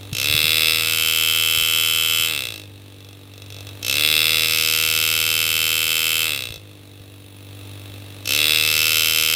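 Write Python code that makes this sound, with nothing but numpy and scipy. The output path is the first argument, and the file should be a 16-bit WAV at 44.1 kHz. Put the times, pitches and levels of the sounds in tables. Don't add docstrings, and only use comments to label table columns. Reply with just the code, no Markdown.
import sys
import numpy as np
from scipy import signal
from scipy.fft import rfft, irfft
from scipy.io import wavfile
from scipy.ndimage import uniform_filter1d

SR = 44100
rng = np.random.default_rng(int(sys.argv[2]) if len(sys.argv) > 2 else 0)


def bounce(signal):
    frames = np.transpose(np.atleast_2d(signal))
    limited = np.clip(frames, -1, 1)
    pcm = np.round(limited * 32767).astype(np.int16)
    wavfile.write(sys.argv[1], SR, pcm)


N = 412335
T = np.arange(N) / SR

# pitch in Hz, width in Hz, relative level in dB,
# then the dB added by a full bite, by a shut throttle and by a loose tip.
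STEEL_TONES = [(298, 93, -18.5, -5, 24, 1.0), (514, 73, -18.5, 3, -8, 10.5),
               (511, 350, -17.5, -5, 15.0, -0.5), (860.5, 57, -15.5, -6, 10.5, -9.5),
               (1199, 240, -13.0, -6, 6.0, -6), (1374, 223, -11.5, 4.5, -10.5, -2.0),
               (1678, 230, -15, -6, 2.5, -1), (2110, 224, -6.5, -1.5, -7.5, 0),
               (2290, 240, -6.5, 5, -21.5, -1.0), (2652, 254, 1, 0, -3.5, 2.5),
               (3108, 258, -10.5, 18, -4, -8.5), (3368, 43, -27.5, 25.5, 30, -30),
               (3485, 423, -2.0, -6, -2.5, 3.5), (3856, 128, -4.5, -4, 0.5, 6.5),
               (4000, 1100, -11.5, -3.5, -1, 6.5), (4903, 160, -10, 2, -18.5, 1.5),
               (5043, 450, -14.5, 13, -38, 10.5), (5500, 1570, -32.5, 9, 9.5, 13),
               (5942, 118, -27, 15.5, -16, 17.5), (6450, 1050, -28.5, 7.5, 4, 7),
               (7630, 950, -13.5, 6, -9, -4.5), (8210, 930, -16.5, 1.5, -4, 1.5),
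               (8600, 98, -24, -24, 8, -4), (9190, 940, -16, -1.5, -2.5, 0.0),
               (10620, 440, -15, 6, 6, -11.5), (11280, 690, -17.0, 8.5, -13, 5),
               (12200, 3900, -27, -26, -2, 14), (12460, 2460, -19.5, 11, -14, 1),
               (13270, 260, -20, 10, -8, -4), (14440, 780, -10.5, 0, -3, -3.5),
               (14100, 470, -19.5, -14, 12, -15)]
# when it is eased on, pressed and let go in seconds, top strokes a
# second, spin-up in seconds, share of the speed-up that comes slowly (0-1), coast-down in seconds,
# idle strokes a second afterwards.
THROTTLE_PRESSES = [(-0.4, 0.1296, 2.3, 80.14, 0.08, 0.09, 0.161, 48.2),
                    (3.3, 3.8274, 6.2587, 79.84, 0.0722, 0.1186, 0.198, 48.77),
                    (7.3, 8.2556, 9.5, 79.52, 0.0396, 0.1435, 0.16, 48.0)]
# relative blow level in dB, when the tip bites in seconds, bite depth
# (0-1), seconds it takes to settle in its groove, when it lifts and when it is clear in seconds.
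TIP_CUTS = [(-12, 0.854, 0.98, 0.18, 2.24, 2.684), (-11.5, 4.46, 0.83, 0.87, 6.215, 6.611),
            (-11.0, 8.66, 0.93, 1.0, 9.5, 9.9)]
# start and end in seconds,
# relative level in dB, strokes from one knock to the next.
IDLE_KNOCKS = [(0.02, 0.04, -22, 1), (2.995, 3.16, -27.5, 2), (3.33, 3.475, -22.5, 2),
               (3.495, 3.612, -19.5, 1), (3.655, 3.695, -19, 1), (6.533, 6.57, -17.5, 1)]
# time in seconds, relative level in dB.
EXHAUST_LEVELS = [(0, -63), (2.7, -73), (3.3, -65), (3.82, -64), (6.6, -72), (7.1, -59), (7.6, -55.5),
                  (8.24, -59)]
# start in seconds, relative level in dB, pitch in Hz.
BENCH_BUMPS = [(0.124, -15.5, 126), (0.298, -21, 99.6), (0.343, -15, 113), (0.439, -25, 143),
               (1.575, -26, 99), (1.619, -27, 83.4), (2.199, -29, 95), (6.503, -24, 96.9),
               (6.57, -30, 99.6), (7.003, -33, 102)]
# frequency in Hz, relative level in dB.
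AIR_COLOUR = [(18, -63), (30, -39), (73, -4), (102, -8.5), (187, -11.5), (292, -15), (341, -16),
              (492, -12.5), (921, -20), (1680, -23.5), (2690, -18), (2990, -21), (3780, -15.5), (4910, -31),
              (15500, -31)]
# frequency in Hz, seconds it takes to fade by 60 dB.
ECHO_TIMES = [(200, 0.083), (1000, 0.48), (4000, 0.22), (15000, 0.19)]
# frequency in Hz, relative level in dB of the left-right difference.
STEREO_SPREAD = [(40, -11), (100, -26.5), (170, -24), (320, -67), (550, -11.5), (1300, -20.5),
                 (2800, -17.5), (5000, -15.5), (15000, -17)]

SIZE, LEAD_S = 2048, .006
HZ = np.fft.rfftfreq(SIZE, 1 / SR)
AGE = np.arange(SIZE) / SR - LEAD_S
IDLE_RATE, CREEP_S, COAST_SHAPE = 48, .45, 1.3
EASE_S, SETTLE_S = 0.36, 1.3
FIRST_BLOW, ATTACK_SHARE, SAG_DB_PER_S = .25, 0.81, 0.86
BITE_DB, IDLE_DB, EASED_DB = -0.66, -42, 5.5
TOUCH_BITE, TOUCH_S, DIG_S = 0.91, .14, 0.073
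SKID_LOOSE, SEATED_LOOSE = 0.83, 0.15
START_SHUT, OPEN_S, CHOKE = 0.66, .13, .2
LIFT_S, LIFT_HOLD, FADE_SHAPE = .07, .15, 1.14
LIFT_BITE, LIFT_LOOSE, IDLE_BITE, IDLE_LOOSE = 0.27, 0.73, .15, 0.26


def graver(stroke_db=34.0, crack=0.75, crack_hz=5500, crack_s=0.000388, rebound=0.25, rebound_hz=720,
           scrape=0.21, loose_scrape=0.17, idle_scrape=0.53, idle_tail=0.35,
           uneven_db=0.45, idle_uneven_db=0.4, jitter_s=1.5e-6, idle_jitter_s=.00008):
    times = stroke_times()
    db, bite, shut, loose = hand(times)
    idle = np.clip(shut, 0, 1) ** 2
    stronger, later = rng.standard_normal((2, len(times)))
    times = times + later * (jitter_s + idle_jitter_s * idle)
    depth = np.pi / 2 * bite[:, None]
    rattle = np.cos(depth) * chatter() + np.sin(depth) * chatter()
    hard = crack * np.sqrt(ramp(bite))[:, None] * HZ ** 2 / (HZ ** 2 + crack_hz ** 2)
    blow = level_out(rattle + hard * delay(LEAD_S + crack_s))
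    thud = rebound / (1 + np.square(HZ / rebound_hz) ** 2)
    back_s = .5 / speed(times)[:, None]
    blow = blow * (1 + thud * delay(back_s)) / np.sqrt(1 + thud ** 2)
    fade = swell(-0.00066, 0.0016, 0.0025) + (0.17 + idle_tail * idle[:, None]) * swell(0, 0.0008, 0.021)
    puff = rfft(rng.standard_normal((len(times), SIZE)) * fade, axis=1)
    grit_db = spectrum([(300, -14), (600, -18), (1200, -4), (3000, -2), (6000, 0.5), (14000, 0)], HZ)
    grit = (scrape + loose_scrape * loose ** 2 + idle_scrape * idle)[:, None] * amp(grit_db)
    force = (blow + grit * puff) / np.sqrt(1 + grit ** 2)
    starts = np.floor(times * SR) / SR
    ringing = force * steel(np.c_[bite, shut, loose]) * delay((times - starts)[:, None])
    gain = amp(stroke_db + db + stronger * (uneven_db + idle_uneven_db * idle))
    out = np.zeros(N)
    for start, stroke in zip(starts, irfft(ringing, axis=1) * gain[:, None]):
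        add(out, start - LEAD_S, stroke)
    return out


def steel(grip):
    tones = np.array(STEEL_TONES, float)
    hz, width, db = tones[:, :3].T
    peaks = 1 / (1 + (2 * (HZ - hz[:, None]) / width[:, None]) ** 2) ** 2
    power = amp(db + grip @ tones[:, 3:].T) ** 2 @ peaks
    return causal(np.log(power + 1e-12) / 2)


def chatter(peak_s=-0.0005057, rise_s=0.00043, fall_s=0.0016, bench=0.35, bench_s=0.0066):
    shape = np.hypot(swell(peak_s, rise_s, fall_s), bench * swell(0.00145, 0.00045, bench_s))
    rattle = rng.standard_normal(SIZE)
    for _ in range(12):
        loudness = np.sqrt(abs(uniform_filter1d(rattle ** 2, size=25)) + 1e-12)
        evened = level_out(rfft(shape * rattle / loudness))
        rattle = irfft(evened)
    return evened


def hand(t):
    row, since = latest_press(t)
    blow_db, bites, depth, seat_s, lifts, clear = np.array(TIP_CUTS)[row].T
    spin_s = np.array(THROTTLE_PRESSES)[row, 4]
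    started, since = since >= 0, np.maximum(since, 0)
    dug = depth * (1 + np.tanh((t - bites) / (2 * DIG_S))) / 2
    lifted, away = ramp((t - lifts) / LIFT_S), ramp((t - lifts) / (clear - lifts))
    contact = started * ramp((1 - away) / (1 - LIFT_HOLD)) ** FADE_SHAPE
    attack = blend(1, FIRST_BLOW, np.exp(-since / (ATTACK_SHARE * spin_s)))
    blow = contact * attack * amp(blow_db + BITE_DB * dug - SAG_DB_PER_S * since)
    db = 20 * np.log10(np.hypot(blow, amp(IDLE_DB + EASED_DB * flow(t))))
    bite = blend(dug + TOUCH_BITE * np.exp(-(since / TOUCH_S) ** 4), LIFT_BITE, lifted)
    shut = blend(START_SHUT * np.exp(-since / OPEN_S) + CHOKE * dug, 0.98, (1 - contact) ** 2)
    loose = blend(SEATED_LOOSE, SKID_LOOSE, np.exp(-np.maximum(t - bites + 2 * DIG_S, 0) / seat_s))
    loose = blend(loose, LIFT_LOOSE, ramp(2 * away))
    cutting = ramp(10 * contact)
    return db, ramp(blend(IDLE_BITE, bite, cutting)), ramp(shut), ramp(blend(IDLE_LOOSE, loose, cutting))


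def stroke_times(travel_s=.0019):
    turns = piston_turns()
    return np.interp(np.arange(1, int(turns[-1]) + 1), turns, T) + travel_s


def piston_turns():
    turns = np.cumsum(speed(T)) / SR + .55
    for _, pressed, *_ in THROTTLE_PRESSES:
        turns = turns + (T >= pressed) * (-turns[np.searchsorted(T, pressed)] % 1)
    return turns


def speed(t):
    row, since = latest_press(t)
    _, _, let_go, top, spin_s, slow, coast_s, idle = np.array(THROTTLE_PRESSES)[row].T
    since = np.maximum(since, 0)
    running = blend(top, IDLE_RATE, blend(np.exp(-since / spin_s), np.exp(-since / CREEP_S), slow))
    return blend(idle, running, np.exp(-(np.maximum(t - let_go, 0) / coast_s) ** COAST_SHAPE))


def flow(t):
    return np.max([ramp((t - eased) / EASE_S) * np.exp(-np.maximum(t - pressed, 0) / SETTLE_S)
                   for eased, pressed, *_ in THROTTLE_PRESSES], axis=0)


def latest_press(t):
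    pressed = np.array(THROTTLE_PRESSES)[:, 1]
    row = np.maximum(np.searchsorted(pressed, t, "right") - 1, 0)
    return row, t - pressed[row]


def knocks(knock_db=-5, uneven_db=1.5, bite=0.41, shut=0.65, loose=1.0):
    ring = irfft(steel(np.array([[bite, shut, loose]]))[0] * chatter(fall_s=0.00093))
    ring /= abs(ring).max()
    strokes, out = stroke_times(), np.zeros(N)
    for start, end, db, every in IDLE_KNOCKS:
        run = strokes[(strokes > start) & (strokes < end)]
        for s in run[::every]:
            add(out, s - LEAD_S, amp(db + knock_db + uneven_db * rng.standard_normal()) * ring)
    return out


def recoil(powered_db=(-56, -50), idle_db=(-72, -72, -59, -66, -62, -60, -66, -66, -63, -61), loose_db=5):
    turns = piston_turns()
    _, _, shut, loose = hand(T)
    powered, idling = (
        sum(amp(db) * np.sin(2 * np.pi * (k * turns + rng.random())) for k, db in enumerate(levels, 1))
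        for levels in (powered_db, idle_db))
    return np.sqrt(2) * ((1 - shut) * amp(loose_db * loose) * powered + shut * idling)


def exhaust(whistle_hz=10900, width_hz=420, whistle_db=-2, lag_turns=0.2,
            hiss_hz=14900, hiss_width_hz=900, hiss_db=-3):
    pulses = unit(np.exp(2.0 * np.cos(2 * np.pi * (piston_turns() - lag_turns))))
    whistle = noise(lambda f: 1 / (1 + (2 * (f - whistle_hz) / width_hz) ** 2))
    hiss = noise(lambda f: 1 / (1 + (2 * (f - hiss_hz) / hiss_width_hz) ** 2))
    level_db = np.interp(T, *np.transpose(EXHAUST_LEVELS))
    return amp(level_db) * (amp(whistle_db) * pulses * whistle + amp(hiss_db) * hiss)


def bumps(bump_db=-3, rise_s=0.0054):
    t, out = np.arange(SR // 5) / SR, np.zeros(N)
    shape = (t / rise_s * np.exp(1 - t / rise_s)) ** 2
    for start, db, hz in BENCH_BUMPS:
        add(out, start, amp(db + bump_db) * shape * np.sin(2 * np.pi * hz * t))
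    return out


def hum(hum_hz=100.37, hum_db=-44, flow_db=5.0, waver_db=1.1, waver_hz=3):
    waver = noise(lambda f: np.exp(-(f / waver_hz) ** 2))
    return amp(hum_db + flow_db * flow(T) + waver_db * waver) * unit(np.sin(2 * np.pi * hum_hz * T))


def air(air_db=-51, flow_db=6.0, apart=0.12):
    mid, side = (noise(lambda f: amp(spectrum(AIR_COLOUR, f))) for _ in range(2))
    return amp(air_db + flow_db * flow(T)) * np.array([mid + apart * side, mid - apart * side])


def room(x, first_s=0.001):
    echoes = rng.standard_normal(SR // 3) * (T[:SR // 3] > first_s)
    hz, t, bands = signal.stft(echoes, SR, nperseg=256)
    fade = amp(-60 * t / spectrum(ECHO_TIMES, hz)[:, None])
    tail = signal.istft(bands * fade, SR, nperseg=256)[1]
    return signal.fftconvolve(x, tail / np.linalg.norm(tail))[:N]


def swell(peak_s, rise_s, fall_s):
    past_peak = AGE - peak_s
    shape = np.exp(np.minimum(past_peak / rise_s, -past_peak / fall_s))
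    return shape / np.linalg.norm(shape)


def delay(s):
    return np.exp(-2j * np.pi * HZ * s)


def causal(log_gain):
    mirrored = np.concatenate([log_gain, log_gain[..., -2:0:-1]], axis=-1)
    return np.exp(np.conj(signal.hilbert(mirrored)))[..., :len(HZ)]


def level_out(z, width_hz=220):
    power = uniform_filter1d(abs(z) ** 2, int(width_hz / HZ[1]), axis=-1)
    return z / np.sqrt(abs(power) + 1e-12)


def noise(gain):
    return unit(irfft(rfft(rng.standard_normal(N)) * gain(np.fft.rfftfreq(N, 1 / SR)), N))


def spectrum(rows, hz):
    f, value = np.transpose(rows)
    return np.interp(np.log(hz + 1), np.log(f + 1), value)


def add(mix, s, sound):
    start = int(round(s * SR))
    sound = sound[max(-start, 0):]
    part = mix[max(start, 0):][:len(sound)]
    part += sound[:len(part)]


def amp(db):
    return 10 ** (np.asarray(db) / 20)


def unit(x):
    return x / np.sqrt(np.mean(x ** 2) + 1e-20)


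def ramp(x):
    return np.clip(x, 0, 1)


def blend(a, b, share):
    return a + (b - a) * share


def scene(room_db=-19, direct=0.52, diffuse=.8):
    tool = graver() + knocks() + exhaust()
    mid = tool + amp(room_db) * room(tool) + recoil() + hum() + bumps()
    spread = amp(spectrum(STEREO_SPREAD, np.fft.rfftfreq(N, 1 / SR)))
    side = irfft(spread * (1j * direct * rfft(mid) + diffuse * rfft(room(mid))), N)
    return np.array([mid + side, mid - side]) + air()


def record(dry):
    low_pass = signal.firwin(511, 15900, window=("kaiser", 9), fs=SR)
    return signal.oaconvolve(dry, low_pass[None], "same")


dry = scene()
out = record(dry)
bounce(out)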